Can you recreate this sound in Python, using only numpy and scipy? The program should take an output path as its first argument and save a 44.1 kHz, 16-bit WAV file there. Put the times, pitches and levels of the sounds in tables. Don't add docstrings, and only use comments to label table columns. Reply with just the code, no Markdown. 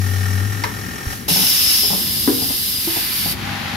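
import sys
import numpy as np
from scipy import signal
from scipy.fft import rfft, irfft, next_fast_len
from scipy.io import wavfile
from scipy.ndimage import map_coordinates

SR = 44100
rng = np.random.default_rng(int(sys.argv[2]) if len(sys.argv) > 2 else 0)


def int16_out(signal):
    q = np.round(np.clip(np.atleast_2d(signal).T, -1, 1) * 32767)
    wavfile.write(sys.argv[1], SR, q.astype(np.int16))


N = 165816
AIR_ON_S = 1.279


def amp(db):
    return 10 ** (np.asarray(db) / 20)


def unit(x):
    return x / np.sqrt(np.mean(x ** 2) + 1e-20)


def clock():
    return np.arange(N) / SR


def along(points, hz):
    f, v = np.transpose(points)
    return np.interp(np.log(hz + 1), np.log(np.abs(f) + 1), v)


def curves(rows):
    s, *cols = np.transpose(rows)
    return [np.interp(clock(), s, c) for c in cols]


def wobble(knots_per_s):
    return map_coordinates(rng.standard_normal(400), [clock() * knots_per_s], mode="wrap")


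def filtered(x, response):
    m = next_fast_len(x.shape[-1] + 8192)
    spectrum = rfft(x, m) * response(np.fft.rfftfreq(m, 1 / SR))
    return irfft(spectrum, m)[..., :x.shape[-1]]


def noise(colour, size=N):
    return unit(filtered(rng.standard_normal(size), lambda hz: amp(along(colour, hz))))


def pan(db):
    return amp([[db / 2], [-db / 2]])


def at_ports(x):
    # frequency in Hz, lead of the left microphone in radians.
    port_phase = [(200, -0.08), (1400, 3), (2200, 0.07), (4900, 1.12), (8000, -3), (12000, -6.5),
                  (15500, -9.5)]
    return filtered(x, lambda hz: np.exp(np.array([[.5j], [-.5j]]) * along(port_phase, hz)))


def off_metal(x):
    t60_s = 0.07
    t = np.arange(SR // 8) / SR
    walls = rng.standard_normal((2, len(t))) * amp(-60 * t / t60_s)
    walls /= np.linalg.norm(walls, axis=1, keepdims=True)
    return signal.fftconvolve(np.atleast_2d(x), walls, axes=1)[:, :N]


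def among_metal(x, scatter_db, pan_db):
    both = at_ports(x) + amp(scatter_db) * off_metal(x)
    return pan(pan_db) * both / np.hypot(1, amp(scatter_db))


def spread_out(draw):
    # frequency in Hz, left-right likeness as a power share.
    likeness = [(1000, 0.34), (6300, 0.34), (8000, 1), (14000, 0.84)]
    alike = lambda hz: np.clip(along(likeness, hz), 0, 1)
    shared = at_ports(filtered(draw(), lambda hz: np.sqrt(alike(hz))))
    separate = np.array([draw(), draw()])
    return shared + filtered(separate, lambda hz: np.sqrt(1 - alike(hz)))


def struck(s, t60, attack=0.00056):
    age = np.maximum(clock() - s, 0)
    return (1 - np.exp(-age / attack)) * amp(-60 * age / t60)


def ring(s, modes, attack):
    t = clock() - s
    return sum(amp(db) * struck(s, t60, attack) * np.sin(2 * np.pi * hz * t) for hz, db, t60 in modes)


def tones(rows, unsteady_db, drift_rad):
    total = 0
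    for hz, db in rows:
        level = np.sqrt(2) * amp(db + unsteady_db * wobble(11.0))
        total = total + level * np.cos(2 * np.pi * hz * clock() + drift_rad * wobble(13.0))
    return total


def whistle():
    # time in seconds, pitch in Hz.
    pitch = [(1.28, 5300), (1.6, 5130), (1.88, 5140), (2.02, 5020), (2.35, 4950), (2.8, 4920), (2.85, 4610),
             (3.33, 4620)]
    # time in seconds, level in dB.
    level = [(1.28, -37), (1.35, -26), (1.83, -22.5), (2.0, -31), (2.78, -31), (2.86, -35.5), (3.0, -30.5),
             (3.33, -29.5)]
    # distance from the pitch in Hz, relative level in dB.
    band = [(70, -1.5), (170, -10), (480, -13), (1200, -42)]
    carrier = np.sqrt(2) * np.cos(2 * np.pi * np.cumsum(curves(pitch)[0]) / SR)
    return amp(curves(level)[0]) * spread_out(lambda: carrier * noise(band))


def air():
    off_s, attack_s, release_db_per_s = 3.325, 0.0062, 900
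    long_db, long_sag_db_per_s = -18.5, 1.8
    hard_db, hard_off_s, hard_release_db_per_s = -17.5, 1.778, 75
    scatter_db = -6
    # frequency in Hz, relative level in dB.
    long_colour = [(1000, -20), (2560, -16.5), (2800, -6), (3500, -5), (5450, -3), (5900, -11), (7600, -10),
                   (8650, -5.5), (10800, -4), (13100, 0.5), (15700, -7)]
    hard_colour = [(1000, -19), (2400, -13), (2850, -4.5), (4200, -6), (5550, 2.5), (5900, -6.5),
                   (8800, -13.5), (9900, -3.5), (14700, -6.5), (15400, -9)]
    low_colour = [(300, -24), (800, -10.5), (1600, -2), (2300, 0), (3500, -2.5), (7000, -40)]
    # time in seconds, level in dB.
    low_level = [(1.28, -32), (1.75, -36.5), (2.0, -45), (2.25, -51), (2.75, -43.5), (2.92, -31.5),
                 (3.15, -31.5), (3.33, -33)]
    # frequency in Hz, left minus right in dB.
    jet_pan = [(5200, 3), (7500, -0.5)]

    t = clock()
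    opening = np.clip((t - AIR_ON_S) / attack_s, 0, 1)
    valve = opening * amp(-release_db_per_s * np.maximum(t - off_s, 0))
    long_push = amp(long_db - long_sag_db_per_s * (t - AIR_ON_S) + 0.8 * wobble(13))
    long = long_push * spread_out(lambda: noise(long_colour))
    hard_fall_db = hard_release_db_per_s * np.maximum(t - hard_off_s, 0)
    hard_push = amp(hard_db - hard_fall_db + 0.42 * wobble(9.9))
    hard = hard_push * spread_out(lambda: noise(hard_colour))
    low = amp(curves(low_level)[0] + 0.75 * wobble(14)) * spread_out(lambda: noise(low_colour))
    sides = np.array([[.5], [-.5]])
    hiss = filtered(long + hard + whistle(), lambda hz: amp(sides * along(jet_pan, hz)))
    direct = valve * (hiss + low)
    return direct + amp(scatter_db) * off_metal(direct)


def bowl():
    drive_hz, free_hz, off_s, fall_db_per_s = 95.5, 101.5, 0.436, 50
    level_db, octave_db, pan_db = -19.5, -18, 8
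    free_s = np.maximum(clock() - off_s, 0)
    phase = 2 * np.pi * np.cumsum(np.where(free_s > 0, free_hz, drive_hz)) / SR
    swing = amp(level_db - fall_db_per_s * free_s + 0.31 * wobble(15))
    hum = np.sqrt(2) * (np.cos(phase) + amp(octave_db) * np.cos(2 * phase))
    return swing * pan(pan_db) * hum


def rail():
    first_s, stroke_hz, tap_db, loose_db = .012, 41.36, -34, -35
    # time in seconds, gain in dB.
    rail_level = [(0, -2.5), (.11, 0), (.7, -2.5), (1.02, -3), (1.08, 0), (1.125, -1), (1.15, -8),
                  (1.27, -13)]
    # frequency in Hz, relative level in dB.
    body_colour = [(100, -36), (500, -13.5), (1000, -11.5), (1500, -4.5), (2300, -14), (2520, -17),
                   (2900, -15), (4600, -22), (5500, -16.5), (15000, -29.5)]
    # frequency in Hz, level in dB, time to peak in seconds.
    ring_modes = [(760, -37.5, .005), (1440, -42, 0.0032), (1813, -27, 0.0057), (2304, -35.5, .0032),
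                  (5450, -34.5, 0.0019)]
    # frequency in Hz, level in dB.
    hum_lines = [(124, -43), (248, -42), (289.5, -46.5), (413.7, -43.5), (1778.5, -46), (1861, -47.5)]

    gain = amp(curves(rail_level)[0]) * (clock() < AIR_ON_S)
    times = np.arange(first_s, AIR_ON_S, 1 / stroke_hz)
    taps = np.bincount((times * SR).astype(int), minlength=N) * gain * amp(1.3 * wobble(40.26))
    play = lambda stroke: signal.fftconvolve(taps, stroke)[:N]

    t = np.arange(SR // 16) / SR
    swell = (1 - np.exp(-t / 0.0028)) * amp(-60 * t / 0.091)
    swell /= np.sqrt(np.sum(swell ** 2) * stroke_hz / SR)
    same_tap = amp(tap_db) * play(swell * noise(body_colour, size=len(t)))
    chatter = amp(loose_db) * play(swell) * noise(body_colour)
    stroke_ring = 0
    for hz, db, peak_s in ring_modes:
        rise_fall = (t / peak_s * np.exp(1 - t / peak_s)) ** 2
        stroke_ring = stroke_ring + amp(db) * rise_fall * np.sin(2 * np.pi * hz * t)
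    hum = gain * tones(hum_lines, unsteady_db=0.5, drift_rad=0.1)
    body = among_metal(same_tap + chatter, scatter_db=1.5, pan_db=3)
    return body + pan(db=1.5) * (play(stroke_ring) + hum)


def clack():
    crack_db, crack_t60_s = 4.5, 0.058
    # time in seconds, strength in dB.
    hits = [(.637, -18), (0.6503, -28)]
    # frequency in Hz, relative level in dB, t60 in seconds.
    metal_modes = [(433, -8, 0.14), (890, -1, 0.07), (932, 1.5, 0.068), (1765, -1, 0.074), (4750, 3, 0.016),
                   (5450, 2, 0.026)]
    # frequency in Hz, relative level in dB.
    crack_colour = [(250, -24), (480, -0.5), (700, -24), (950, -4.5), (1400, -10), (1800, -6.5),
                    (2600, -15.5), (5500, -20.5), (9000, -29.5)]
    metal = sum(amp(db) * ring(s, metal_modes, attack=0.0011) for s, db in hits)
    bursts = sum(amp(db) * struck(s, crack_t60_s) for s, db in hits)
    crack = amp(crack_db) * noise(crack_colour) * bursts
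    return among_metal(crack, scatter_db=-3.5, pan_db=0.5) + among_metal(metal, scatter_db=-8, pan_db=6.5)


def thud():
    hit_s, modes_db, crack_db = 2.2772, -5.5, -13.5
    # frequency in Hz, relative level in dB, t60 in seconds.
    stop_modes = [(262.5, -12, 0.58), (291, 4.5, 0.092), (335, -5, 0.17), (407.6, -6, 0.17),
                  (477, -17, 0.37), (765, -23, .2)]
    # (Hz, relative dB)
    crack_colour = [(120, -29), (300, 5.0), (700, -1.0), (1000, -7), (1800, -9.5), (3000, -35), (9000, -24)]
    crack = amp(crack_db) * struck(hit_s - .002, t60=0.088) * noise(crack_colour)
    body = amp(modes_db) * ring(hit_s, stop_modes, attack=0.0031)
    return among_metal(crack, scatter_db=-4, pan_db=4.5) + pan(db=2.0) * body


def knocks():
    panel_t60_s, tap_t60_s = 0.17, 0.13
    # time in seconds, panel ring in dB, its pitch in Hz, tap in dB.
    blow_rows = [(1.281, -25.5, 278, -19), (1.308, -17, 171.6, -27), (1.358, -19, 196, -20),
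                 (1.392, -23, 176, -28.5), (1.428, -25, 240, -23.5), (1.829, -27, 407, -24),
                 (1.901, -20, 170.3, -21.5), (1.928, -18.5, 198, -21.5), (2.378, -21, 266.7, -32.5),
                 (2.416, -23, 262, -23.5), (2.497, -23.5, 271, -24.5), (2.872, -15.5, 336.2, -24.5),
                 (2.96, -25, 348, -22.5), (3.255, -21, 166.7, -21.5)]
    # frequency in Hz, relative level in dB.
    frame_colour = [(40, -28), (110, -3.5), (170, -1), (330, -2), (520, -9), (900, -7.5), (1300, -19),
                    (4000, -33)]
    taps = noise(frame_colour) * sum(amp(db) * struck(s, tap_t60_s, attack=0.002) for s, _, _, db in blow_rows)
    panels = sum(ring(s, [(hz, db, panel_t60_s)], attack=0.0033) for s, db, hz, _ in blow_rows)
    return among_metal(taps, scatter_db=-4, pan_db=4.5) + pan(db=2.0) * panels


def bump():
    return ring(1.068, [(84.4, -11.5, 0.063)], attack=0.0016)


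def shaker():
    stroke_hz, on_s, rise_s, parts_db = 49.2, 3.256, 0.23, -26.5
    # frequency in Hz, level in dB.
    hum_lines = [(49.2, -54), (98.4, -37.5), (147.6, -41.5), (196.8, -40.5), (246, -42), (803, -40.5)]
    # frequency in Hz, relative level in dB.
    parts_colour = [(300, -36), (550, -10), (800, -4.5), (1300, -4.5), (1850, -4), (4400, -10),
                    (7000, -23.5), (14000, -52)]
    swing = np.clip((clock() - on_s) / rise_s, 0, 1)
    separate = np.array([noise(parts_colour), noise(parts_colour)])
    chatter = unit(separate + 0.51 * noise(parts_colour))
    pulse_db = 0.61 * np.cos(2 * np.pi * stroke_hz * clock())
    parts = chatter * amp(parts_db + pulse_db + 0.54 * wobble(300))
    return swing * pan(db=2.5) * (parts + tones(hum_lines, unsteady_db=0.5, drift_rad=0.19))


def reverb(x):
    # frequency in Hz, t60 in seconds.
    hall_t60 = [(150, 0.55), (1500, 0.41), (12000, 0.056)]
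    hz, t, z = signal.stft(rng.standard_normal((2, SR // 2)), SR, nperseg=256)
    decay = amp(-60 * t / along(hall_t60, hz)[:, None])
    tail = signal.istft(z * decay, SR, nperseg=256)[1]
    return signal.fftconvolve(x, tail / np.linalg.norm(tail[0]), axes=1)[:, :N]


def hall():
    # frequency in Hz, relative level in dB.
    rumble_colour = [(25, -46), (55, -5.5), (100, -3), (150, -9), (250, -6.5), (480, -17.5), (1100, -25),
                     (2000, -22), (8000, -47)]
    rumble = among_metal(noise(rumble_colour), scatter_db=-4, pan_db=3.5)
    return amp(-34 + 2.2 * wobble(5.994)) * rumble


def leak():
    # time in seconds, level in dB.
    leak_level = [(0, -30.5), (1.02, -35.5), (1.13, -28.5), (1.2, -34), (1.3, -39.5), (3.3, -36.5),
                  (3.76, -37)]
    # frequency in Hz, relative level in dB.
    leak_colour = [(1500, -7), (4600, -0.5), (5800, -2), (15000, -1.5)]
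    return amp(curves(leak_level)[0]) * spread_out(lambda: noise(leak_colour))


def scene():
    jets = air()
    blows = clack() + thud() + knocks() + bump()
    tail = reverb(amp(-10) * blows + amp(-11.5) * jets)
    return jets + bowl() + rail() + blows + shaker() + tail + hall() + leak()


def record(dry):
    top_hz = 15750
    return filtered(dry, lambda hz: hz < top_hz)


dry = scene()
out = record(dry)
int16_out(out)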